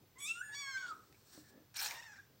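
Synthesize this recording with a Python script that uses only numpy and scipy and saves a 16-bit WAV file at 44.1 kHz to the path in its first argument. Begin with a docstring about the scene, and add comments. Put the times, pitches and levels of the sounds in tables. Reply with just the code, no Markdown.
"""Kittens mew on a hard floor beside a lined crate in a bare room: two mews overlap, a faint one follows,
then claws scrape the lining and a hoarse mew comes out of the scrape. Mews are stacks of jittering
harmonics plus air noise; claws are noise broken into short catches and snags. Bedding rustles as soft
noise, paws push the crate's ringing modes, and filtered noise makes the low room hum and microphone hiss."""
import sys
import numpy as np
from scipy import signal
from scipy.fft import rfft, irfft
from scipy.io import wavfile

SR = 44100
rng = np.random.default_rng(int(sys.argv[2]) if len(sys.argv) > 2 else 0)


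def to_wav(s):
    """Save 16-bit WAV."""
    ch = np.atleast_2d(s).T  # columns
    pcm = np.round(np.clip(ch, -1, 1) * 32767)  # PCM
    wavfile.write(sys.argv[1], SR, pcm.astype(np.int16))


N = 105840  # 2.4 s

# Steady room hum and microphone hiss, then a faint separate noise, opposite in left and right.
# Each row: frequency in Hz, relative level in dB.
HUM_SPECTRUM = [(25, -21), (60, -6), (110, 3), (150, -2), (250, -14), (400, -20.5), (800, -16),
                (1500, -18.5), (2800, -21.5), (4800, -20.5), (6500, -24.5), (8000, -28.5), (10500, -30.5),
                (12500, -24.5), (14200, -21), (15800, -17.5)]
SIDE_NOISE_SPECTRUM = [(25, -12), (120, 0.5), (300, -5), (700, -8), (2000, -14), (8000, -6.5),
                       (15800, -5.5)]
HUM_DB, SIDE_NOISE_DB = -67.5, -12.5  # side noise relative to the hum and hiss
# Coming and going of the low rumble. Each row: time in seconds, level in dB relative to STIR_DB.
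STIR_LEVELS = [(0, 6.5), (.4, 2), (.75, -1), (.88, 11.5), (1.0, 9.5), (1.3, 0), (1.37, 7), (1.42, -1.5),
               (1.56, 13), (1.62, 5), (1.7, -4), (1.9, -2.5), (2.4, 1.5)]
STIR_LOW_HZ, STIR_HIGH_HZ, STIR_DB = 189, 465, -78

ROOM_T60_S, ROOM_TREBLE_T60_S, ROOM_TREBLE_DB = 0.34, 0.27, 2
ROOM_DB, WALL_CUT_HZ = -12, 3000  # echo level; split between low and treble echoes
CUTOFF_HZ = 15860

# Paws on the crate. Each row: start in seconds, strength of the push in dB.
PAW_PATS = [(1.3771, -44.5), (1.5781, -50)]
# Modes of the crate. Each row: frequency in Hz, relative level in dB, 60 dB decay in seconds.
CRATE_MODES = [(227.9, -9, 0.12), (309, 3, 0.17), (400, -5, 0.09), (560, 1, 0.048), (690, 0.5, 0.029),
               (1340, -6.5, 0.087)]
PAD_HZ = 1300  # upper edge of the soft push

# Soft shifting of the bedding. Each row: time in seconds, level in dB.
RUSTLE_LEVELS = [(.9, -70), (.96, -71.5), (1.2, -72.5), (1.25, -71), (1.29, -63), (1.33, -60.5),
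                 (1.38, -57.5), (1.44, -68), (1.5, -67), (1.6, -113)]
# Colour of the bedding noise. Each row: frequency in Hz, relative level in dB.
BEDDING_SPECTRUM = [(1000, -10.5), (1400, -5), (1700, -5), (2100, -13.5), (3300, -12.5), (4300, -2),
                    (4900, -7.5), (5650, -1.5), (6400, -9.5), (8300, -4.5), (10300, -19.5), (14000, -12.5),
                    (15800, -5)]

# Claws snagging. Each row: start in seconds, strength in dB, pitch in Hz, 60 dB decay in seconds.
CLAW_SNAGS = [(1.126, -50.5, 2484, 0.013), (1.126, -52, 1850, 0.011), (1.145, -60.5, 2370, 0.066),
              (1.758, -40, 2380, 0.031), (1.762, -41, 4350, 0.022), (1.769, -40, 7200, 0.025),
              (1.781, -37.5, 5330, 0.016), (1.79, -33, 5150, 0.026), (1.7996, -33.5, 4270, 0.037),
              (1.798, -36, 13800, 0.017), (1.8045, -32.5, 5340, 0.017), (1.806, -39, 13900, 0.018),
              (1.813, -43, 1700, 0.016), (1.8205, -29, 15500, .012), (1.823, -40, 4200, 0.017),
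              (1.833, -28, 13800, 0.011), (1.848, -30.5, 6820, 0.047), (1.861, -32, 4200, 0.031),
              (1.87, -31.5, 6960, 0.016), (1.909, -33, 2350, 0.049), (1.91, -38, 5700, 0.0067)]
SNAG_WIDTH, SNAG_CRACK_DB = 0.16, -8  # band width as a share of pitch; broad crack relative to the band

# Claws rubbing the lining. Each row: time in seconds, force in dB, treble gain in dB.
SCRAPE_FORCE = [(1.741, -43, -25), (1.745, -51.5, -27), (1.756, -54.5, -22), (1.759, -49.5, 3),
                (1.77, -44, 0), (1.785, -53.5, 4), (1.8, -45.5, 0), (1.815, -41.5, 0.5), (1.84, -41.5, 0.5),
                (1.85, -43.5, -3), (1.875, -45, 0), (1.89, -57, 4), (1.905, -58, 9), (1.93, -57.5, 6),
                (1.98, -67, 2), (2.06, -78, 8), (2.1, -90, 0)]
TREBLE_HZ = 9300  # the treble gain works above this
# Colour of the rubbed lining. Each row: frequency in Hz, relative level in dB.
LINING_SPECTRUM = [(290, -56), (500, -20.5), (878, -8.5), (1000, -9), (1660, -1), (2000, -7), (3770, 0),
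                   (4110, -4), (4890, -1.5), (5730, -5), (11300, -11.5), (13600, -19), (15700, -7.5)]
# Broad resonances of the lining. Each row: centre in Hz, width in Hz, relative level in dB.
LINING_RESONANCES = [(850, 340, -5.5), (1700, 560, 0.5), (2410, 200, 2), (4200, 580, 9), (5680, 260, 6.5),
                     (6900, 670, -7), (8500, 1100, 0.5), (13900, 2300, 8)]
RINGS_DB = -5  # resonances relative to the plain rub
CATCHES_PER_S, CATCH_SPREAD_DB, CATCH_S = 500, 3.5, .0012  # rate, scale of uneven strength, decay time
CATCH_SHARE = .55  # weight of the catches; the rest is steady rub

# The four mews. Each row: time in seconds, pitch in Hz, fundamental in dB, second harmonic in dB,
# higher harmonics in dB before the mouth colour, roughness from 0 to 1, air noise in dB.
HIGH_MEW = [(.155, 993.5, -71, -75, -100, 0.09, -95), (.178, 1039, -65, -58.5, -100, .1, -78),
            (.184, 1063, -65.5, -72, -64, 0.17, -83), (.21, 1149, -65.5, -55, -55, 0.2, -64),
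            (.24, 1132, -63.5, -50.5, -50, 0.01, -75), (.262, 1212, -64, -52, -51.5, 0, -54),
            (.29, 1325, -71, -40, -57, 0.04, -49.5), (.312, 1335, -55, -33.5, -56.5, 0, -53),
            (.328, 1363, -74, -48, -62, 0, -60), (.36, 1380, -51, -54.5, -65.5, 0.02, -61),
            (.41, 1464, -47, -64, -60, 0, -74), (.416, 1515, -38.5, -75, -63, 0, -79),
            (.426, 1706, -56, -81, -65.5, 0, -74), (.44, 1712, -50, -85, -61.5, .04, -83),
            (.47, 1715, -50.5, -79, -60.5, 0, -80), (.5, 1712, -46, -73, -64.5, 0.02, -89),
            (.57, 1700, -60.5, -73, -67.5, 0, -90), (.63, 1671, -62.5, -84, -64, 0.01, -100),
            (.7, 1607, -44.5, -73, -74, 0, -88), (.765, 1560, -41, -67, -76, 0.01, -98),
            (.785, 1537, -45, -62, -82, 0.01, -92), (.797, 1581, -47.5, -79, -80, 0, -95),
            (.812, 1525, -53, -67, -80, 0.01, -95), (.84, 1479, -44.5, -71, -87, 0.07, -93),
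            (.875, 1431, -49, -74, -75, 0.13, -92), (.9, 1355, -47.5, -85, -73, 0, -92),
            (.918, 1260, -41, -87, -83, 0.04, -85), (.945, 1203, -66.5, -88, -86, 0.3, -85),
            (.965, 1203, -72, -96, -97, .4, -95), (1.0, 1300, -74, -103, -100, .4, -99),
            (1.06, 1277, -73, -99, -105, 0.53, -99)]
LOW_MEW = [(.48, 850, -76, -78, -79, 0.16, -90), (.5, 870, -66.5, -65, -101, 0.1, -86),
           (.536, 935, -73, -56, -67.5, 0.072, -78), (.546, 965, -59.5, -66, -67.5, 0.17, -65),
           (.549, 1144, -65, -59, -59.5, 0.035, -68), (.575, 1131, -66.5, -52, -60, 0.012, -72),
           (.591, 1162, -58.5, -52.5, -56, 0.011, -81), (.631, 1114, -56.5, -49, -60.5, 0.022, -79),
           (.663, 1103, -57.5, -51.5, -61.5, 0.021, -86), (.675, 1084, -58, -52, -61, 0.033, -79),
           (.705, 1105, -58, -51.5, -63, 0.027, -81), (.749, 1034, -68, -57, -62, 0.025, -68),
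           (.77, 1050, -86, -55, -64, 0.068, -82), (.775, 1153, -73, -52, -67, 0.1, -59),
           (.801, 1087, -61, -61, -68.5, 0.1, -66), (.843, 1116, -65, -62, -72.5, 0.14, -63),
           (.865, 1115, -80, -78, -75.5, 0.66, -69), (.9, 1127, -89, -93, -78, 1, -68),
           (.93, 1085, -88, -91, -84, 1, -76)]
FAINT_MEW = [(1.435, 1680, -77, -99, -99, .7, -99), (1.455, 1718, -67, -99, -102, .5, -99),
             (1.5, 1699, -75, -102, -111, 0.36, -99), (1.575, 1772, -76, -93, -110, 0.53, -99),
             (1.655, 1700, -90, -99, -99, 0.57, -99)]
HOARSE_MEW = [(1.77, 800, -82, -60, -65, 0.85, -80), (1.8, 798.8, -65, -50.5, -59, 0.75, -82),
              (1.82, 815.6, -60.5, -57, -70, 0.61, -66), (1.86, 838.2, -51.5, -62, -54, 0.78, -57),
              (1.89, 929, -60, -56, -56, 0.96, -73), (1.94, 942.4, -56, -60, -64.5, 0.97, -58.5),
              (1.98, 924.5, -60, -54.5, -64, 0.27, -61), (2.006, 947, -83, -52, -63, 0.12, -70),
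              (2.016, 944, -53, -85, -71, .5, -71), (2.024, 870.4, -74, -58, -64, 0.31, -76),
              (2.04, 930, -62, -61, -66, 0.38, -72), (2.05, 891, -70, -57.5, -68, 0.42, -74),
              (2.062, 916, -65.5, -56, -65, 0.15, -83), (2.1, 825.5, -68.5, -58.5, -70.5, 0.11, -92),
              (2.122, 837, -74, -60, -70.5, .2, -75), (2.14, 785.6, -72, -53.5, -78, 0.13, -69),
              (2.15, 789, -89, -85, -78, 0.41, -78), (2.158, 893, -93, -55.5, -76.5, 0.52, -79),
              (2.174, 850, -86, -64, -71, 0.75, -88), (2.18, 776, -75, -63, -74, 0.22, -85),
              (2.188, 771, -84, -53.5, -84, 0.081, -70), (2.198, 829, -87, -54, -82, 0.14, -80),
              (2.206, 813, -92, -81, -78, 0.7, -80), (2.252, 791, -88, -75, -94, 0.59, -79),
              (2.28, 797, -96, -95, -89, 0.53, -97)]
# Mouth colour of the higher harmonics; the low and faint mews share one. Each row: frequency in Hz, gain in dB.
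HIGH_MOUTH = [(3000, -15.5), (3600, 6), (4500, -26), (5100, -20), (5700, -10), (6300, -1.5), (6850, -3),
              (7500, 3), (8400, 1.5), (9300, -15), (10000, -9.5), (11500, -11.5), (13000, -29),
              (16000, -50)]
LOW_MOUTH = [(3000, 4), (4400, 6.5), (5500, 3.5), (6700, 4.5), (7900, -4.5), (9000, -27), (15000, -61)]
HOARSE_MOUTH = [(2400, 4), (3100, -11.5), (3700, -6.5), (4300, -8), (4800, -4.5), (5400, 5), (6200, -6),
                (7300, -5.5), (9000, -23), (15000, -42)]
# Air noise through a kitten's mouth. Each row: frequency in Hz, relative level in dB.
BREATH_SPECTRUM = [(1200, -54), (1500, -30), (2100, -16), (2750, -31.5), (3100, 1), (3600, 13), (4300, -6),
                   (5300, 8.5), (6200, 4), (7200, 4), (8500, -0.5), (10500, -19), (15800, -22)]
JITTER, ROUGH_JITTER, JITTER_HZ = 0.00463, .03, 65.2  # shares of pitch: always, added at full roughness; speed
WAVER_DB, WAVER_HZ, RASP_HZ = 0.5, 73, 324  # level waver and its speed; speed of the roughness
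UNEVEN_DB, UNEVEN_HZ = 5, 9  # separate swell of each higher harmonic at full roughness
# The top harmonics fade faster than the others as a mew weakens: extra dB lost per dB below the threshold
SHRILL_HZ, SHRILL_FROM_DB, SHRILL_FOLLOWS = 9700, -56, 1.1
# Top hiss that follows the higher harmonics
SIZZLE_LOW_HZ, SIZZLE_HIGH_HZ, SIZZLE_DB = 12800, 16000, -14


def amp(db):
    """Decibels to a linear gain."""
    return 10 ** (np.asarray(db) / 20)


def rms_one(x):
    """Scale a signal to rms 1."""
    return x / np.sqrt(np.mean(x ** 2) + 1e-20)


def white():
    """White noise over the whole scene."""
    return rng.standard_normal(N)


def in_time(rows):
    """Draw a table's columns over time, after a gate that is 1 inside its span with 4 ms ramps."""
    s, *columns = np.transpose(rows)
    t = np.arange(N) / SR
    gate = np.clip(np.minimum(t - s[0], s[-1] - t) / .004, 0, 1)
    return [gate] + [np.interp(t, s, c) for c in columns]


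def at_hz(points, hz):
    """Read a spectrum in dB at any frequency, along a log frequency axis."""
    table = np.array(points)
    return np.interp(np.log(hz), np.log(table[:, 0]), table[:, 1])


def drift(corner_hz):
    """Slow random wandering of rms 1: noise passed twice through a one-pole low-pass."""
    r = np.exp(-2 * np.pi * corner_hz / SR)
    noise = rng.standard_normal(N + SR)
    settled = signal.lfilter([1], [1, -2 * r, r * r], noise)[SR:]
    return rms_one(settled)


def colour(x, spectrum):
    """Shape a signal by a spectrum, with nothing far below its first point; rms 1."""
    hz = np.maximum(np.arange(N // 2 + 1) * SR / N, 1)
    gain = amp(at_hz(spectrum, hz)) * (hz > .7 * spectrum[0][0])
    return rms_one(irfft(rfft(x) * gain, N))


def band(x, low_hz, high_hz):
    """Keep one band of a signal."""
    edges = [low_hz, min(high_hz, .45 * SR)]
    return signal.sosfilt(signal.butter(2, edges, "band", fs=SR, output="sos"), x)


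def split_at(x, hz, order):
    """Low and high parts of a signal."""
    return [signal.sosfilt(signal.butter(order, hz, kind, fs=SR, output="sos"), x) for kind in ("low", "high")]


def ring(push, hz, t60):
    """A mode struck by a push: a unit click sets a sine of height 1 ringing down."""
    r, w = amp(-60 / (t60 * SR)), 2 * np.pi * hz / SR
    return signal.lfilter([0, np.sin(w)], [1, -2 * r * np.cos(w), r * r], push + 1e-18)


def click(s, db):
    """A single-sample click."""
    out = np.zeros(N)
    out[int(s * SR)] = amp(db)
    return out


def floor():
    """Steady hum and hiss, the same on both sides, a faint noise opposite in left and right, a varying rumble."""
    hum = colour(white(), HUM_SPECTRUM)
    side_noise = colour(white(), SIDE_NOISE_SPECTRUM)
    _, swell_db = in_time(STIR_LEVELS)
    rumble = rms_one(band(white(), STIR_LOW_HZ, STIR_HIGH_HZ))
    rumble = rumble * amp(STIR_DB + swell_db + 2.6 * drift(4.7))
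    left_right = np.array([[1], [-1]])
    return rumble + amp(HUM_DB) * (hum + amp(SIDE_NOISE_DB) * side_noise * left_right)


def room(x):
    """Echoes as decaying noise after a 4 ms gap; the treble dies sooner."""
    t = np.arange(SR) / SR
    low, high = split_at(rng.standard_normal(SR), WALL_CUT_HZ, 2)
    low_tail = rms_one(low) * amp(-60 * t / ROOM_T60_S)
    high_tail = rms_one(high) * amp(ROOM_TREBLE_DB - 60 * t / ROOM_TREBLE_T60_S)
    tail = (low_tail + high_tail) * (t > .004)
    tail = tail / np.sqrt(np.sum(tail ** 2))
    return amp(ROOM_DB) * signal.fftconvolve(x, tail)[:N]


def pats():
    """A paw's soft push is heard directly and sets the modes of the crate ringing."""
    push = band(sum(click(s, db) for s, db in PAW_PATS), 150, PAD_HZ)
    modes = sum(amp(db - 12.5) * ring(push, hz, t60) for hz, db, t60 in CRATE_MODES)
    return modes + 8.5 * push


def rustle():
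    """Bedding shifts as a soft swell of friction noise with an unsteady level."""
    gate, level_db = in_time(RUSTLE_LEVELS)
    return gate * amp(level_db + 1.42 * drift(21)) * colour(white(), BEDDING_SPECTRUM)


def snags():
    """Each claw snag is a dying burst of noise in a band of its own, with a broad crack."""
    t, out = np.arange(N) / SR, 0
    crack = amp(SNAG_CRACK_DB) * colour(white(), LINING_SPECTRUM)
    for s, db, hz, t60 in CLAW_SNAGS:
        noise = rms_one(band(white(), hz * (1 - SNAG_WIDTH / 2), hz * (1 + SNAG_WIDTH / 2)))
        decay_db = 60 * np.clip(t - s, 0, 1) / t60
        out = out + (t >= s) * amp(db - 6 - decay_db) * (noise + crack)
    return out


def scrape():
    """Claws catch and slip at random: short bursts of noise over a steady rub, ringing in the lining."""
    gate, force_db, treble_db = in_time(SCRAPE_FORCE)
    is_catch = rng.random(N) < CATCHES_PER_S / SR
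    catches = is_catch * amp(CATCH_SPREAD_DB * np.minimum(rng.exponential(1, N), 3))
    bursts = rms_one(signal.lfilter([1], [1, -np.exp(-1 / (CATCH_S * SR))], catches))
    rub = white() * (CATCH_SHARE * bursts + 1 - CATCH_SHARE)
    rings = sum(amp(db) * rms_one(band(rub, hz - width / 2, hz + width / 2))
                for hz, width, db in LINING_RESONANCES)
    sound = rms_one(colour(rub, LINING_SPECTRUM) + amp(RINGS_DB) * rms_one(rings))
    low, high = split_at(sound, TREBLE_HZ, 4)
    return gate * amp(force_db) * (low + amp(treble_db) * high)


def mew(rows, mouth):
    """Harmonics of a jittering pitch, which roughness spreads into noise, more so higher up; air noise on top."""
    gate, pitch, first_db, second_db, upper_db, rough, breath_db = in_time(rows)
    rough = np.clip(rough, 0, 1)
    jitter = (JITTER + ROUGH_JITTER * rough) * drift(JITTER_HZ)
    phase = 2 * np.pi * np.cumsum(pitch * (1 + jitter)) / SR
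    rasps = [drift(RASP_HZ) for _ in range(4)]
    wavers = [drift(WAVER_HZ) for _ in range(3)]
    breath = amp(breath_db + WAVER_DB * wavers[0]) * colour(white(), BREATH_SPECTRUM)
    sizzle = amp(upper_db + SIZZLE_DB) * rms_one(band(white(), SIZZLE_LOW_HZ, SIZZLE_HIGH_HZ))
    out = breath + sizzle
    for k in range(1, 15):
        hz = k * pitch
        if k == 1:
            level_db = first_db
        elif k == 2:
            level_db = second_db
        else:
            level_db = upper_db + at_hz(mouth, hz) + UNEVEN_DB * np.sqrt(rough) * drift(UNEVEN_HZ)
        shrill_db = SHRILL_FOLLOWS * np.minimum(upper_db - SHRILL_FROM_DB, 0) * (hz > SHRILL_HZ)
        level_db = level_db + shrill_db + WAVER_DB * wavers[k % 3]
        noise_share = np.clip(rough * (.6 + k / 10), 0, 1)
        # k * k staggers the starting phases
        cos, sin = np.cos(k * phase + k * k), np.sin(k * phase + k * k)
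        raspy = rasps[k % 4] * cos + rasps[(k + 1) % 4] * sin
        tone = np.sqrt(2 - 2 * noise_share) * cos + np.sqrt(noise_share) * raspy
        out = out + amp(level_db) * tone * (hz < .45 * SR)
    return gate * out


def scene():
    """Mews, claws, bedding and paws with their echoes, over the room floor."""
    voices = mew(HIGH_MEW, HIGH_MOUTH) + mew(LOW_MEW, LOW_MOUTH)
    voices = voices + mew(FAINT_MEW, LOW_MOUTH) + mew(HOARSE_MEW, HOARSE_MOUTH)
    near = voices + scrape() + rustle() + snags() + pats()
    return near + room(near) + floor()


def record(dry):
    """A steep low-pass cuts off the top."""
    return signal.sosfilt(signal.ellip(14, .3, 60, CUTOFF_HZ, fs=SR, output="sos"), dry)


dry = scene()
out = record(dry)
to_wav(out)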